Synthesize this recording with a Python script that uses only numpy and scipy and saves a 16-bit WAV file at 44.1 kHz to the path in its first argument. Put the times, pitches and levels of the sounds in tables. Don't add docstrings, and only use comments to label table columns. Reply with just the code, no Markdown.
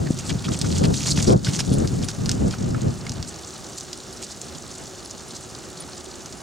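import sys
import numpy as np
from scipy import signal
from scipy.fft import rfft, irfft, next_fast_len
from scipy.io import wavfile
from scipy.ndimage import uniform_filter1d, minimum_filter1d

SR = 44100
rng = np.random.default_rng(int(sys.argv[2]) if len(sys.argv) > 2 else 0)


def output_pcm(signal):
    pcm = np.clip(np.atleast_2d(signal).T, -1, 1) * 32767
    wavfile.write(sys.argv[1], SR, np.round(pcm).astype(np.int16))


N = 283122
TIME = np.arange(N) / SR
SIDE = np.array([[1], [-1]])


def from_db(db):
    return 10 ** (np.asarray(db) / 20)


def rms_one(x):
    return x / np.sqrt(np.mean(x ** 2) + 1e-20)


def steady(x, seconds):
    return x / np.sqrt(np.abs(uniform_filter1d(x ** 2, int(seconds * SR))) + 1e-20)


def in_time(rows):
    s, *columns = np.transpose(rows)
    return [np.interp(TIME, s, c) for c in columns]


def at_hz(points, hz):
    f, value = np.transpose(points)
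    return np.interp(np.log(hz + 1), np.log(f), value)


def add(out, s, sound):
    i = max(int(s * SR), 0)
    out[i:i + len(sound)] += sound[:max(N - i, 0)]


def drift(hz):
    hop, settle = 40, 2000
    r = np.exp(-2 * np.pi * hz * hop / SR)
    slow = signal.lfilter([1], [1, -2 * r, r * r], rng.standard_normal(N // hop + settle + 2))[settle:]
    return np.interp(np.arange(N) / hop, np.arange(len(slow)), rms_one(slow))


def colour(x, spectrum):
    size = 2 * next_fast_len(N // 2 + SR // 10)
    cepstrum = irfft(np.log(from_db(at_hz(spectrum, np.arange(size // 2 + 1) * SR / size))))
    cepstrum[1:size // 2] *= 2
    cepstrum[size // 2 + 1:] = 0
    return irfft(rfft(x, size) * np.exp(rfft(cepstrum)))[:N]


def noise(spectrum):
    return rms_one(colour(rng.standard_normal(N), spectrum))


def resonate(x, hz, width_hz):
    r = np.exp(-np.pi * width_hz / SR)
    feedback = [1, -2 * r * np.cos(2 * np.pi * hz / SR), r * r]
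    return signal.lfilter(np.array([1, 0, -1]) * (1 - r * r) / 2, feedback, x + 1e-18)


def fade(t60):
    return from_db(-60 * TIME[:SR // 4] / t60)


def ring(hz, t60):
    return np.sin(2 * np.pi * hz * TIME[:SR // 4]) * fade(t60)


# time in seconds, level in dB.
HEADWIND = [(0.0, -21.5), (0.24, -35.5), (0.6, -31.5), (1.5, -26), (2.13, -36), (2.95, -36), (3.22, -33),
            (3.5, -71)]
# start in seconds, length in seconds, level in dB.
GUSTS = [(0.0, 0.01, -36), (0.273, 0.066, -24), (0.45, 0.07, -22.5), (0.603, 0.21, -23), (0.792, 0.12, -18),
         (1.064, 0.19, -25), (1.268, 0.075, -10), (1.663, 0.19, -20.5), (1.89, 0.15, -24.5),
         (2.169, 0.2, -24.5), (2.381, 0.097, -19.5), (2.577, 0.2, -23.5), (2.812, 0.075, -20.5)]


def wind_strength(rise_s=0.015, fall_s=0.036):
    power = from_db(in_time(HEADWIND)[0]) ** 2
    for s, length, db in GUSTS:
        t = np.maximum(TIME - s, 0)
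        gust = (1 - np.exp(-t / rise_s)) * np.exp(-np.maximum(t - length, 0) / fall_s)
        power = power + (from_db(db) * gust) ** 2
    return 10 * np.log10(power)


# frequency in Hz, level in dB.
WIND_MID_EQ = [(15, -19), (30, -11), (55, -9.5), (85, 0), (135, 3.5), (185, 0), (245, -4), (300, -8),
               (500, -18.5), (800, -29.5), (1100, -38.5), (1600, -40), (2400, -108)]
# frequency in Hz, level in dB.
WIND_SIDE_EQ = [(15, -50), (30, -36), (60, 1.5), (110, 7), (190, 5.5), (330, 4), (520, 1.5), (850, -10),
                (1400, -20), (1800, -28), (2600, -48)]


def wind(side_db=-3.5, corner_hz=300, lean_left_db=1.2, wander_db=0.5):
    level_db = wind_strength()
    brightness = from_db(np.clip(level_db + 19, -20, 8))
    low_pass = signal.butter(2, corner_hz, fs=SR, output="sos")
    parts = []
    for spectrum in (WIND_MID_EQ, WIND_SIDE_EQ):
        flow = steady(noise(spectrum), seconds=0.044)
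        large_eddies = signal.sosfiltfilt(low_pass, flow)
        parts.append(from_db(level_db) * (large_eddies + brightness * (flow - large_eddies)))
    mid, side = parts
    balance_db = lean_left_db + wander_db * drift(hz=3.8)
    return (mid + from_db(side_db) * side * SIDE) * from_db(balance_db * SIDE / 2)


# time in seconds, rumble
# level in dB, crackle level in dB.
ROLLING = [(0.0, -48.5, -40), (0.45, -48, -39), (0.7, -48, -37.5), (1.5, -48.5, -36), (1.68, -48, -38.5),
           (2.3, -48.5, -40.5), (3.04, -48.5, -43), (3.48, -50.5, -40.5), (4.33, -50.5, -41),
           (6.42, -50, -42.5)]
# frequency in Hz, level in dB.
RUMBLE_EQ = [(18, -61), (30, -15), (70, -1), (214, -2.5), (315, -5), (374, 0.5), (412, -10.5), (500, -8),
             (809, -9), (1000, -14.5), (1210, -11.5), (2250, -21), (3000, -18.5), (3900, -51), (6600, -120)]
# frequency in Hz, left-right likeness from 0 (wide) to 1 (mono).
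RUMBLE_LIKENESS = [(60, 0.17), (150, 0.87), (380, 0.6), (950, 0.66), (2380, 0.7), (5980, 0.99),
                   (15000, 0.72)]


def wheels(gain_db=8.5, body_hz=385, body_db=-9.0, uneven_db=1.14, lean_right_db=1.0):
    mid_eq, side_eq = [], []
    for hz, db in RUMBLE_EQ:
        likeness = np.clip(at_hz(RUMBLE_LIKENESS, hz), 0, .98)
        mid_eq.append((hz, db + 10 * np.log10((1 + likeness) / 2)))
        side_eq.append((hz, db + 10 * np.log10((1 - likeness) / 2)))
    mid = colour(rng.standard_normal(N), mid_eq)
    side = colour(rng.standard_normal(N), side_eq)
    rumble = (mid + side * SIDE) / np.std(mid)
    body = steady(resonate(rng.standard_normal(N), body_hz, width_hz=45), seconds=0.028)
    load_db = uneven_db * drift(hz=17.7)
    level_db = in_time(ROLLING)[0] + gain_db + load_db
    return from_db(level_db - lean_right_db * SIDE / 2) * (rumble + from_db(body_db) * body)


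def grains(per_s, spread_db, sharpness, bands=14):
    sizes = from_db(spread_db * np.minimum(rng.exponential(1, N), 4.5)) * rng.choice([-1, 1], N)
    clicks = sizes * (rng.random(N) < per_s / SR)
    band = rng.integers(0, bands, N)
    pitches = np.linspace(1200, 15000, bands)
    return sum(resonate(clicks * (band == k), hz, 4000 / sharpness) for k, hz in enumerate(pitches))


def crumples(per_s=190, spread_db=5.0, typical_s=0.012, count=1800):
    out = np.zeros(N)
    draws = rng.random((count, 4))
    starts = np.cumsum(-np.log(draws[:, 0])) / per_s
    tearing = rng.laplace(0, 1, (count, SR // 20))
    for s, (_, size, pitch, length), tear in zip(starts, draws, tearing):
        swell = np.hanning(min(int(typical_s * (.5 + length) * SR), len(tear))) ** 2
        hz = 2500 + 12000 * pitch ** 1.3
        db = -spread_db * np.log(size + 0.12)
        add(out, s, from_db(db) * resonate(tear[:len(swell)] * swell, hz, width_hz=1700))
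    return out


# frequency in Hz, level in dB.
GRIT_EQ = [(1060, -26), (1800, -29), (2520, -16.5), (3540, 0), (3880, -4), (4290, 2), (4620, -0.5),
           (7090, 2), (9500, -5.5), (11400, -20), (15100, -25), (16000, -31)]
# frequency in Hz, level in dB.
WET_HISS_EQ = [(1000, -25), (1800, -15), (2500, -20), (3600, -4), (4500, -3.5), (7000, -1.5), (9500, -14.5),
               (11400, -21), (16000, -23)]


def crackle(grit_db=-8.5, crumple_db=-5.0, hiss_db=-5.5, far_db=-19.0):
    grit = rms_one(colour(grains(per_s=2500, spread_db=3.5, sharpness=1.0), GRIT_EQ))
    scraps = rms_one(colour(crumples(), GRIT_EQ))
    near = from_db(grit_db) * grit + from_db(crumple_db) * scraps + from_db(hiss_db) * noise(WET_HISS_EQ)
    far_hiss = noise([(900, -25), (2500, -5), (9000, 1), (12000, -15), (15500, 9)])
    return from_db(in_time(ROLLING)[1]) * (lane(near) + from_db(far_db) * far_hiss * SIDE)


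def soft_steps(start_s=3.62, step_s=0.228, jitter_s=0.02, db=-36.5, hz=1150, count=13):
    return [(start_s + k * step_s + jitter_s * late, db + 1.5 * force, hz * np.exp(0.11 * pitch))
            for k, (late, force, pitch) in enumerate(rng.standard_normal((count, 3)))]


# start in seconds, relative level in dB, pitch in Hz.
PAVED_STEPS = [(0.0687, -27, 1650), (0.3002, -25, 1830), (0.4842, -19.5, 1200), (0.6448, -22.5, 1260),
               (0.839, -23, 1080), (1.1887, -21, 1620), (1.4699, -17.5, 1500), (1.5927, -18.5, 1590),
               (1.846, -25.5, 1480), (2.0892, -26, 1440), (2.2918, -22.5, 1430), (2.5382, -23, 1280),
               (2.7467, -19.5, 1320), (3.067, -25, 1920)]


def hooves(gain_db=-4.0, t60=0.032, settle_s=0.0012, scuff_db=7.0, scuff_width_hz=1000):
    out = np.zeros(N)
    attack = 1 - np.exp(-TIME[:SR // 4] / settle_s)
    for s, db, hz in [*PAVED_STEPS, *soft_steps()]:
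        contacts = rng.laplace(0, 1, SR // 4) * fade(t60) * attack
        scuff = resonate(resonate(contacts, hz, scuff_width_hz), hz, scuff_width_hz)
        knock = rms_one(resonate(scuff, hz, width_hz=190)) + from_db(scuff_db) * rms_one(scuff)
        add(out, s - .002, from_db(db + gain_db) * knock / np.abs(knock).max())
    return out


# start in seconds, level in dB, pitch in Hz.
EDDIES = [(0.1043, -7.5, 208), (0.352, -15.5, 129), (0.846, -8.5, 177), (0.882, -9, 122),
          (1.180, -9.5, 145), (1.337, 3, 116), (1.355, 2, 129), (1.483, -10.5, 117), (1.715, -9, 170),
          (1.928, -12, 113), (2.447, -16, 139), (2.864, -13, 120), (3.099, -18, 93), (3.196, -18, 100)]


def buffets(cycles=1.286, low_cut_hz=65):
    out = np.zeros(N)
    for s, db, hz in EDDIES:
        length = int(cycles / hz * SR)
        slap = np.sin(2 * np.pi * hz * TIME[:length]) * signal.windows.tukey(length, .5)
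        add(out, s, from_db(db) * slap)
    return signal.sosfilt(signal.butter(2, low_cut_hz, "high", fs=SR, output="sos"), out + 1e-18)


def strewn(per_s, over_crackle_db, spread_db=1.5, low_hz=4500, high_hz=7800, count=60):
    place, size, pitch = rng.random((count, 3)).T
    s = (np.arange(count) + place) / per_s
    db = np.interp(s, TIME, in_time(ROLLING)[1]) + over_crackle_db + spread_db * (2 * size - 1)
    hz = low_hz * (high_hz / low_hz) ** pitch
    return [row for row in zip(s, db, hz) if row[0] < TIME[-1]]


# frequency in Hz, level in dB.
LEAF_EQ = [(1300, -17), (2200, -12), (3000, -15.5), (4100, 6.5), (6500, 5), (8000, 3), (10000, -4.5),
           (11500, -17), (13500, -16), (16000, -30)]
# frequency in Hz, level in dB.
STALK_EQ = [(600, 16.5), (1100, 9), (1600, 5), (2400, 10), (3400, 13), (5000, -0.5), (8000, -65)]
# start in seconds, hold in seconds,
# relative level in dB, stalk trim in dB, leaf pitch in Hz.
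CRUNCHES = [(0.182, 0.025, -37.5, -1.5, 6640), (0.24, 0.06, -37.5, -9, 7760),
            (0.291, 0.014, -35, 8.5, 3770), (0.438, 0.025, -40, 7.5, 3000), (0.514, 0.037, -34.5, 0, 6900),
            (0.64, 0.033, -37, -4, 6200), (0.695, 0.043, -35.5, -3, 4700), (0.745, 0.049, -32, -3.5, 6800),
            (0.83, 0.028, -30.5, 1, 4300), (0.928, 0.12, -32.5, -5.5, 6360),
            (1.054, 0.045, -25.5, -5.5, 6850), (1.102, 0.017, -21, -26, 4800),
            (1.155, 0.052, -30.5, 1, 5950), (1.215, 0.037, -31.5, -7.5, 7100),
            (1.264, 0.069, -27, -4, 5600), (1.44, 0.06, -33.5, 0, 4640), (1.522, 0.05, -30.5, -4.5, 6540),
            (1.587, 0.021, -25, -2, 5160), (1.713, 0.029, -37, -3, 9400), (2.025, 0.021, -36.5, 0, 4050),
            (2.08, 0.027, -36, -5, 5400), (2.278, 0.052, -42, 0, 5400), (2.503, 0.049, -43, 0.5, 4570),
            (3.273, 0.02, -37.5, -18, 8100), (3.773, 0.013, -33.5, -18, 6400),
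            (4.215, 0.032, -36.5, -7, 7900), (4.299, 0.028, -38.5, -15, 6700),
            (5.099, 0.012, -35.5, -15, 6300), (5.34, 0.032, -38.5, -19, 6560)]


def crunches(stalk_db=-4.0, rise_s=0.0055, fall_s=0.0052, small_hold_s=0.011, small_trim_db=-16):
    leaves = rms_one(colour(grains(per_s=4500, spread_db=2.5, sharpness=4.6), LEAF_EQ))
    stalks = rms_one(colour(grains(per_s=4000, spread_db=4.0, sharpness=3.2), STALK_EQ))
    out = np.zeros(N)
    litter = strewn(per_s=2.5, over_crackle_db=-3.5)
    small = [(s, small_hold_s, db, small_trim_db, hz) for s, db, hz in litter]
    for s, hold, db, trim_db, hz in [*CRUNCHES, *small]:
        start = int(s * SR)
        t = TIME[:min(int((hold + .03) * SR), N - start)]
        now = slice(start, start + len(t))
        press = (1 - np.exp(-t / rise_s)) * np.exp(-np.maximum(t - hold, 0) / fall_s)
        leaf = rms_one(press * (leaves[now] + resonate(leaves[now], hz, width_hz=1500)))
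        stalk = from_db(stalk_db + trim_db) * rms_one(press * stalks[now])
        add(out, s, from_db(db) * np.sqrt(hold / (hold + 0.025)) * (leaf + stalk))
    return out


# time in seconds, relative level in dB, pitch in Hz.
TWIGS = [(0.1885, -18, 6540), (0.5897, -14.5, 9000), (0.6141, -10.5, 4840), (0.9413, -12.5, 4220),
         (1.06, -18, 6650), (1.2256, -11, 6700), (1.4466, -14, 4160), (1.7842, -20, 7380),
         (1.8747, -18, 4860), (2.086, -13.5, 5400), (2.2584, -16.5, 4600), (2.2928, -8, 5510),
         (2.3149, -11.5, 5660), (2.5095, -22.5, 4600), (2.817, -21.5, 6470), (3.0664, -24, 4170),
         (3.0941, -16.5, 5430), (3.1183, -20.5, 5260), (3.2269, -18, 4500), (3.7818, -19, 6700),
         (3.8082, -19.5, 5500), (3.9303, -17, 5120), (4.2268, -24, 6820), (4.4151, -17.5, 7060),
         (5.3677, -27, 7200), (5.977, -30, 5310), (6.2592, -23, 6110), (6.325, -24, 5970)]


def snaps(gain_db=-1.0, splinter_db=-19.0, splinter_t60=0.04, strain_s=0.00084):
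    out = np.zeros(N)
    lead = SR // 100
    tearing = np.concatenate([np.exp(-TIME[lead:0:-1] / strain_s), fade(splinter_t60)])
    for s, db, hz in [*TWIGS, *strewn(per_s=2.5, over_crackle_db=10.5)]:
        force = from_db(splinter_db) * tearing * rng.laplace(0, .5, len(tearing))
        force[lead] = 1
        crack = resonate(force, hz, width_hz=1800)
        add(out, s + 0.00062 - lead / SR, from_db(db + gain_db) * crack / np.abs(crack).max())
    return colour(out, [(500, 4.5), (8000, 4.5), (11500, -7), (16000, -7)])


# start in seconds, relative levels of the lower and the upper mode in dB.
CLINKS = [(1.738, -27, -45), (2.044, -30.5, -52), (4.132, -60, -40), (5.051, -58, -39), (5.285, -41, -51),
          (5.802, -32.5, -42), (6.355, -62, -53)]


def harness(gain_db=2.0, modes_hz=(9510, 10790), swell_s=0.0045, ring_db=-4.0, tick_db=-17.0):
    out = np.zeros(N)
    swell = 1 - np.exp(-TIME[:SR // 4] / swell_s)
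    for s, *mode_dbs in CLINKS:
        for hz, db in zip(modes_hz, mode_dbs):
            contacts = rng.laplace(0, 1, SR // 4)
            tick = resonate(contacts * fade(t60=0.008), hz, width_hz=1100)
            chatter = resonate(contacts * fade(t60=0.014) * swell, hz, width_hz=70)
            tail = from_db(ring_db) * swell * ring(hz, t60=0.067)
            clink = from_db(tick_db) * tick / np.abs(tick).max() + chatter / np.abs(chatter).max() + tail
            add(out, s, from_db(db + gain_db) * clink)
    return out


# start in seconds, relative level in dB, pitch in Hz.
BUMPS = [(3.601, -32, 162), (4.085, -32, 376), (4.552, -28, 156), (5.14, -32, 195), (6.069, -26.5, 377)]


def bumps(gain_db=-2.5):
    out = np.zeros(N)
    attack = 1 - fade(t60=0.037)
    for s, db, hz in BUMPS:
        add(out, s, from_db(db + gain_db) * ring(hz, t60=0.096) * attack)
    return out


# frequency in Hz, gain in dB.
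SCATTER_EQ = [(800, 1), (1800, -10), (2800, -11.5), (4200, -13.5), (6400, -21.5), (9800, -6.5),
              (12500, -10.5), (15000, -23)]


def lane(x, lean_db=0.76):
    echoes = rng.standard_normal(SR // 4) * fade(t60=0.017)
    side = colour(signal.fftconvolve(x, echoes / np.linalg.norm(echoes))[:N], SCATTER_EQ)
    return x * from_db(-lean_db * SIDE) + side * SIDE


def scene():
    spots = crunches() + snaps() + hooves() + bumps() + harness()
    return lane(spots) + crackle() + wheels() + wind() + buffets()


def record(dry, ceiling_db=-4.0, hold_s=0.056, release_db_per_s=220, cutoff_hz=15900):
    over_db = np.maximum(20 * np.log10(np.abs(dry).max(axis=0) + 1e-9) - ceiling_db, 0)
    hold = 2 * int(hold_s * SR / 2) + 1
    held_db = -minimum_filter1d(-over_db, hold, origin=hold // 2)
    duck_db = np.maximum.accumulate(held_db + release_db_per_s * TIME) - release_db_per_s * TIME
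    limited = dry * from_db(-uniform_filter1d(duck_db, size=64))
    return signal.sosfilt(signal.ellip(10, .1, 80, cutoff_hz, fs=SR, output="sos"), limited)


dry = scene()
out = record(dry)
output_pcm(out)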